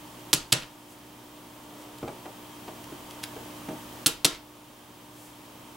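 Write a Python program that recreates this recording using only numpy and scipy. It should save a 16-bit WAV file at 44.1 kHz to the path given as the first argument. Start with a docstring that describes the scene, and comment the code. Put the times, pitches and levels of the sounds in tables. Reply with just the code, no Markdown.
"""A small wooden stamp is tapped twice on an ink pad, rocked on a card, peeled off and inked twice more.
Each tap makes the pad's plastic case clack on the table; the tabletop thuds and a small room answers.
Rubber and hand rub softly, and tacky ink snaps as the stamp leaves the card.
Mains hum and ventilation lie underneath; an automatic gain control ducks at the taps and creeps back."""
import sys
import numpy as np
from scipy import signal
from scipy.fft import rfft, irfft, next_fast_len
from scipy.io import wavfile
from scipy.ndimage import uniform_filter1d, minimum_filter1d, map_coordinates

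SR = 44100
rng = np.random.default_rng(int(sys.argv[2]) if len(sys.argv) > 2 else 0)


def wav_record(signal):
    """Record a signal, one row per channel, as 16-bit PCM in the file named by sys.argv[1]."""
    frames = np.transpose(np.atleast_2d(signal))
    bounded = np.clip(frames, -1, 1)
    # unit amplitude maps onto the largest positive 16-bit level
    quanta = np.round(bounded * 32767).astype(np.int16)
    wavfile.write(sys.argv[1], SR, quanta)


N = 254016
TIME = np.arange(N) / SR
AGE = TIME[:8192]  # time since a strike [s]

# taps on the ink pad: (time [s], relative level [dB], first touch offset [dB], final slap offset [dB],
# thud centre [Hz], hold until lift [s], relative lift level [dB])
TAPS = [(0.3306, -4.5, -1, 2.5, 140, 0.085, -41), (0.5221, -1.5, -13, -2.5, 144, .098, -35),
        (4.0616, -4, -2.5, 3.5, 225, .092, -46), (4.2467, -1.5, -3, -1.5, 230, 0.087, -32.5)]
# presses on the card, the last one the hand landing by the pad: (time [s], relative level [dB], push centre
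# [Hz], # board ring offset [dB], gap between pushes [s], loss per push [dB])
PRESSES = [(2.0292, -23, 255, -2.5, .0085, 5), (2.078, -30, 646, -6, .006, 1.3),
           (2.256, -34.5, 646, -5.5, .008, 2), (2.680, -32.5, 600, -4.5, 0.0065, 6),
           (2.921, -32, 270, 2.5, .008, 10), (3.364, -35, 500, -3, 0.0066, 8),
           (3.687, -26, 280, 0.5, 0.019, 4)]
SETTLED_HZ = 287  # the pushes of a press tend to this centre


def amp(db):
    """Decibels to gain."""
    return 10 ** (np.asarray(db) / 20)


def unit(x):
    """Scale to rms 1."""
    return x / np.sqrt(np.mean(x ** 2) + 1e-20)


def blow(x):
    """Scale to the energy of 1 ms at full level."""
    return x * np.sqrt(SR * 1e-3 / (np.sum(x ** 2) + 1e-20))


def fade(t60_s):
    """Exponential decay, 60 dB down at t60_s."""
    return np.exp(-np.log(1000) * AGE / t60_s)


def along(points, hz):
    """Interpolate (frequency [Hz], value) points on a log axis."""
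    points_hz, values = np.transpose(points)
    return np.interp(np.log(hz + 1), np.log(points_hz), values)


def band(hz, centre_hz, steepness_db):
    """Broad hump [dB] around a centre frequency."""
    ratio = (hz + 1) / centre_hz
    return -steepness_db * np.log10(1 + (ratio - 1 / ratio) ** 2)


def filtered(x, response):
    """Multiply the spectrum by a function of frequency."""
    n = x.shape[-1]
    size = next_fast_len(n + SR // 4)
    return irfft(rfft(x, size) * response(np.fft.rfftfreq(size, 1 / SR)), size)[..., :n]


def coloured(x, level_db):
    """Minimum-phase filter from a dB curve: attacks stay sharp."""
    n = 2 * next_fast_len(len(x) // 2 + 1)
    cepstrum = irfft(np.log(amp(level_db(np.fft.rfftfreq(n, 1 / SR))) + 1e-6))
    cepstrum[1:n // 2] *= 2
    cepstrum[n // 2 + 1:] = 0
    return irfft(rfft(x, n) * np.exp(rfft(cepstrum)))[:len(x)]


def delayed(x, s):
    """Fractional-sample delay."""
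    return filtered(x, lambda hz: np.exp(-2j * np.pi * hz * s))


def add(track, s, sound):
    """Mix a sound into the track at time s."""
    part = track[round(s * SR):][:len(sound)]
    part += sound[:len(part)]


def diffuse(pair):
    """Two unrelated noises become sound from all around, as two close microphones hear it."""
    # diffuse field: (frequency [Hz], left-right correlation [0..1])
    correlation = [(60, 1), (290, 0.87), (640, 0.68), (1410, 0.41), (3100, 0.57), (6820, 0.55),
                   (15000, 0.95)]
    angle = lambda hz: np.arccos(np.clip(along(correlation, hz), 0, 1)) / 2
    mid, side = filtered(pair, lambda hz: np.array([np.cos(angle(hz)), np.sin(angle(hz))]))
    return np.array([mid + side, mid - side])


def crack(t60_s, scatter_db):
    """One sharp push, then a dense, short ring."""
    push = blow(signal.unit_impulse(len(AGE)))
    return push + amp(scatter_db) * blow(rng.standard_normal(len(AGE)) * fade(t60_s))


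def ring(modes, spread_db):
    """Damped modes of alternating sign, struck at slightly random strengths."""
    out = np.zeros(len(AGE))
    for k, (hz, db, t60_s) in enumerate(modes):
        strength = (-1) ** k * amp(db + spread_db * rng.standard_normal())
        out += strength * fade(t60_s) * np.sin(2 * np.pi * hz * AGE)
    return blow(out)


def ventilation():
    """Steady air noise through duct resonances."""
    # air noise spectrum: (frequency [Hz], relative level [dB])
    spectrum = [(25, -13.5), (60, -7), (170, -2), (330, -1.5), (480, -4.5), (750, -3.5), (950, -2.5),
                (1150, -3.5), (1400, -10), (2200, -12), (3150, -10), (4200, -15.5), (8000, -17),
                (15500, -19.5)]
    # duct resonances: (centre [Hz], width [Hz], boost [dB])
    resonances = [(905, 33, 3), (3145, 65, 5)]
    duct_db = lambda hz: sum(db / (1 + (2 * (hz - centre) / width) ** 2)
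                             for centre, width, db in resonances)
    noise = diffuse(rng.standard_normal((2, N)))
    air = unit(filtered(noise, lambda hz: amp(along(spectrum, hz) + duct_db(hz))))
    return amp([[-44.5], [-44]]) * air


def mains_hum():
    """Hum lines and a thin electronic whine, wavering slightly in level and phase."""
    # hum and whine lines: (frequency [Hz], relative level [dB])
    lines = [(60, -66), (119.8, -53), (189.5, -59), (240, -54.5), (300, -47), (360.2, -56.5), (540.5, -63),
             (617, -58), (905, -59.5), (933, -58), (15734.3, -62)]

    def wobble(rate_hz):
        return map_coordinates(rng.standard_normal(int(N * rate_hz / SR) + 4), [TIME * rate_hz])

    out = np.zeros(N)
    for hz, db in lines:
        peak = np.sqrt(2) * amp(db + 1.2 * wobble(rate_hz=5.05))
        phase = 2 * np.pi * (hz * TIME + rng.random()) + 0.16 * wobble(rate_hz=5.6)
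        out += peak * np.sin(phase)
    return amp(-3) * out


def case_contacts(flat_s=0.0029, skip_s=0.0052, slap_s=0.0066, rattle_gap_s=0.016):
    """Taps rock the case over its corners, lifts rattle it: (time [s], level [dB], tilt [dB/octave])."""
    for s, db, touch_db, slap_db, _, hold_s, lift_db in TAPS:
        yield s, db + touch_db, 1.1
        yield s + flat_s, db, -0.6
        yield s + skip_s, db - 6.5 - slap_db, 1.2  # the skip takes what the slap does not
        yield s + slap_s, db + slap_db, 3.5 + 1.27 * slap_db  # harder is brighter
        for k in (-1, 0, 1):
            rattle_s = s + hold_s + rattle_gap_s * (k + rng.uniform(-0.25, 0.25))
            yield rattle_s, lift_db + rng.normal(1, 1.3), -5


def ink_pad():
    """Every contact cracks the shell of the light plastic case and rings its modes."""
    # case modes: (frequency [Hz], relative level [dB], t60 [s])
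    modes = [(1293, -7, 0.05), (1408, -6, 0.065), (2670, -1.5, 0.08), (3520, -2, 0.024), (3790, 5, 0.028),
             (4360, -6, .035), (4700, -9, 0.037), (5480, -4, .045), (6270, 4, 0.044), (6800, -18, 0.081),
             (8100, -2, 0.034), (10640, 7, 0.02)]
    # shell crack spectrum: (frequency [Hz], relative level [dB])
    spectrum = [(60, -25), (250, -6.5), (800, -8.5), (1300, -6.5), (1950, -9.5), (3100, 1.5), (4000, 0.5),
                (6500, -4.5), (8200, -3.5), (9500, -7.5), (11800, -7.5), (13200, -21), (16000, -15.5)]
    out = np.zeros(N)
    case_ring = amp(-15.5) * ring(modes, spread_db=2.0)
    for s, db, tilt_db_per_octave in case_contacts():
        colour_db = lambda hz: along(spectrum, hz) + tilt_db_per_octave * np.log2(hz.clip(1500, 11000))
        shell = blow(coloured(crack(t60_s=0.0081, scatter_db=3), colour_db))
        add(out, s, amp(db) * (shell + case_ring))
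    return amp(3.5) * out


def table_pushes(settle_share=0.61):
    """One push per tap, four fading ones per press: (time [s], level [dB], centre [Hz], ring [dB])."""
    for s, db, _, _, thud_hz, _, _ in TAPS:
        yield s + 0.00042, db - 12.5, thud_hz, 3.4
    for s, db, centre_hz, ring_db, gap_s, loss_db in PRESSES:
        for k in range(4):
            push_hz = SETTLED_HZ * (centre_hz / SETTLED_HZ) ** (settle_share ** k)
            yield s + k * gap_s, db - k * loss_db, push_hz, ring_db


def tabletop(cutoff_hz=1050):
    """A cushioned push thuds and rings the board; the softer the contact, the lower the thud."""
    # board modes: (frequency [Hz], relative level [dB], t60 [s])
    modes = [(92, -8.5, 0.063), (134.6, 1, 0.11), (166, -9.5, 0.21), (240.6, -8, 0.17), (287.4, 1, 0.092),
             (339.4, 0.5, 0.11), (458.4, -3, 0.13), (638, -1.5, 0.12), (805, -26, 0.035), (990, -2, 0.052)]
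    lowpass_db = lambda hz: -10 * np.log10(1 + (hz / cutoff_hz) ** 4)
    out = np.zeros(N)
    for s, db, centre_hz, ring_db in table_pushes():
        knock = blow(coloured(crack(t60_s=0.072, scatter_db=5), lowpass_db))
        board = knock + amp(ring_db) * ring(modes, spread_db=-0.5)
        thud = blow(coloured(board, lambda hz: band(hz, centre_hz, steepness_db=9.0)))
        add(out, s, amp(db) * thud)
    return amp(7.0) * out


def slides(scuff_s=0.008):
    """Rubs, scuffs, scrapes and sways: (mid time [s], length [s], level [dB], centre [Hz])."""
    # rubber and hand on card and cloth: (mid time [s], length [s], level [dB], centre [Hz])
    rubs = [(0.916, 0.045, -49.5, 8000), (1.8, 0.24, -48, 447), (1.81, 0.044, -51.5, 7000),
            (2.04, 0.076, -50, 60), (2.877, .06, -53, 65), (5.23, 0.11, -50, 7960)]
    yield from rubs
    for s, db, centre_hz, *_ in PRESSES:
        scuff_db = db - 20.5 + 8 * np.log2(centre_hz / SETTLED_HZ)  # a harder, higher push scuffs louder
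        yield s + scuff_s / 2, scuff_s, scuff_db, 1770  # the rubber lands
    for s, *_, hold_s, lift_db in TAPS:
        yield s + hold_s, 0.054, lift_db - 6, 2240  # the case scrapes at the lift
        yield s + hold_s, 0.068, -46, 36  # the table sways back


def rubbing():
    """Each slide is a swell of fine grains: hiss on paper, rumble where the hand drags the table."""
    out = np.zeros(N)
    t = TIME[:SR // 2]
    for s, length_s, db, centre_hz in slides():
        grains = rng.standard_normal(len(t)) * rng.exponential(size=len(t))
        friction = unit(coloured(grains, lambda hz: band(hz, centre_hz, steepness_db=12.5)))
        swell = np.exp(-2 * ((t - t.mean()) / length_s) ** 2)
        add(out, s - t.mean(), amp(db) * friction * swell)
    return out


def sticky_ink(threads=3, gap_s=0.0039, step_db=7.5):
    """Ink threads break in a quick crescendo of dry snaps as the rubber peels off the card."""
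    # last, loudest snap of each peel: (time [s], level [dB])
    snaps = [(1.9856, -37), (2.8425, -38), (3.11, -35), (3.2387, -22)]
    # snap spectrum: (frequency [Hz], relative level [dB])
    spectrum = [(100, -19), (1000, -12), (2000, -5.5), (3300, 2), (6000, -9.5), (11000, -7), (13000, -9),
                (16000, -27.5)]
    out = np.zeros(N)
    for s, db in snaps:
        for k in range(threads):
            snap = blow(coloured(crack(t60_s=0.021, scatter_db=-1.5), lambda hz: along(spectrum, hz)))
            add(out, s - k * gap_s, amp(db - k * step_db) * snap)
    return out


def room(x, block=SR // 2):
    """Diffuse tail, new each block as the hand moves; it builds quickly and dies fastest in the treble."""
    # room decay: (frequency [Hz], t60 [s])
    decay_times = [(100, 0.41), (700, 0.35), (2000, 0.29), (4800, 0.31), (8000, 0.22), (13000, 0.21)]
    # tail spectrum: (frequency [Hz], relative level [dB])
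    spectrum = [(100, -8), (400, 1), (1500, 4.5), (3500, -2), (8000, -2), (13000, -6.5)]
    build_up = 1 - np.exp(-TIME[:block] / 0.0043)
    near_walls = 1 + 0.5 * np.exp(-TIME[:block] / 0.04)
    out = np.zeros((2, N))
    for start in range(0, N, block):
        part = x[None, start:start + block]
        if not part.any():
            continue
        hz, t, noise = signal.stft(rng.standard_normal((2, block)), SR, nperseg=256)
        decay = np.exp(-np.log(1000) * t / along(decay_times, hz)[:, None])
        colour = amp(along(spectrum, hz))[:, None]
        tail = signal.istft(noise * decay * colour, SR)[1][:, :block] * build_up * near_walls
        tail /= np.linalg.norm(tail[0])
        for track, sound in zip(out, signal.fftconvolve(part, tail, axes=1)):
            add(track, start / SR, sound)
    return out


def clack_reverb(directions=3):
    """The case sends a different ring in each direction; the room blends them into one smooth tail."""
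    return sum(room(ink_pad()) for _ in range(directions)) / np.sqrt(directions)


def gain_control(x, ceiling_db, start_db, recovery_db_per_s):
    """The gain drops just ahead of a loud sound and climbs back slowly."""
    power = np.abs(uniform_filter1d(np.mean(x ** 2, axis=0), size=600))
    headroom_db = ceiling_db - 10 * np.log10(power + 1e-12)
    allowed_db = minimum_filter1d(np.minimum(headroom_db, 0), size=900)
    allowed_db[0] = start_db
    climb_db = recovery_db_per_s * TIME
    gain_db = np.minimum.accumulate(allowed_db - climb_db) + climb_db
    return x * amp(uniform_filter1d(gain_db, size=200))


def limiter(x, ceiling_db):
    """Turn down the loudest milliseconds."""
    level = np.sqrt(np.abs(uniform_filter1d(np.mean(x ** 2, axis=0), size=90)))
    gain = np.minimum(amp(ceiling_db) / (level + 1e-9), 1)
    return x * uniform_filter1d(gain, size=60)


def scene():
    """Pad slightly right, card in the middle; a near wall echoes once."""
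    pad = ink_pad()
    card = tabletop() + sticky_ink() + rubbing()
    direct = np.array([amp(-1.0) * delayed(pad, s=5e-6), amp(1.0) * pad]) + card
    wall_echo = amp(-13.5) * delayed(pad + card, s=0.0097)
    tails = diffuse(amp(-11.5) * clack_reverb() + amp(-12.0) * room(card))
    return direct + wall_echo + tails + ventilation() + mains_hum()


def record(dry):
    """Gain control, limiter, soft clip and a steep low-pass."""
    cutoff_hz = 15920
    x = gain_control(dry, ceiling_db=-13.0, start_db=-3, recovery_db_per_s=2.5)
    x = limiter(x, ceiling_db=-12.0)
    clipped = x / (1 + x ** 6) ** (1 / 6)
    return filtered(clipped, lambda hz: 1 / np.sqrt(1 + (hz / cutoff_hz) ** 240))


dry = scene()
out = record(dry)
wav_record(out)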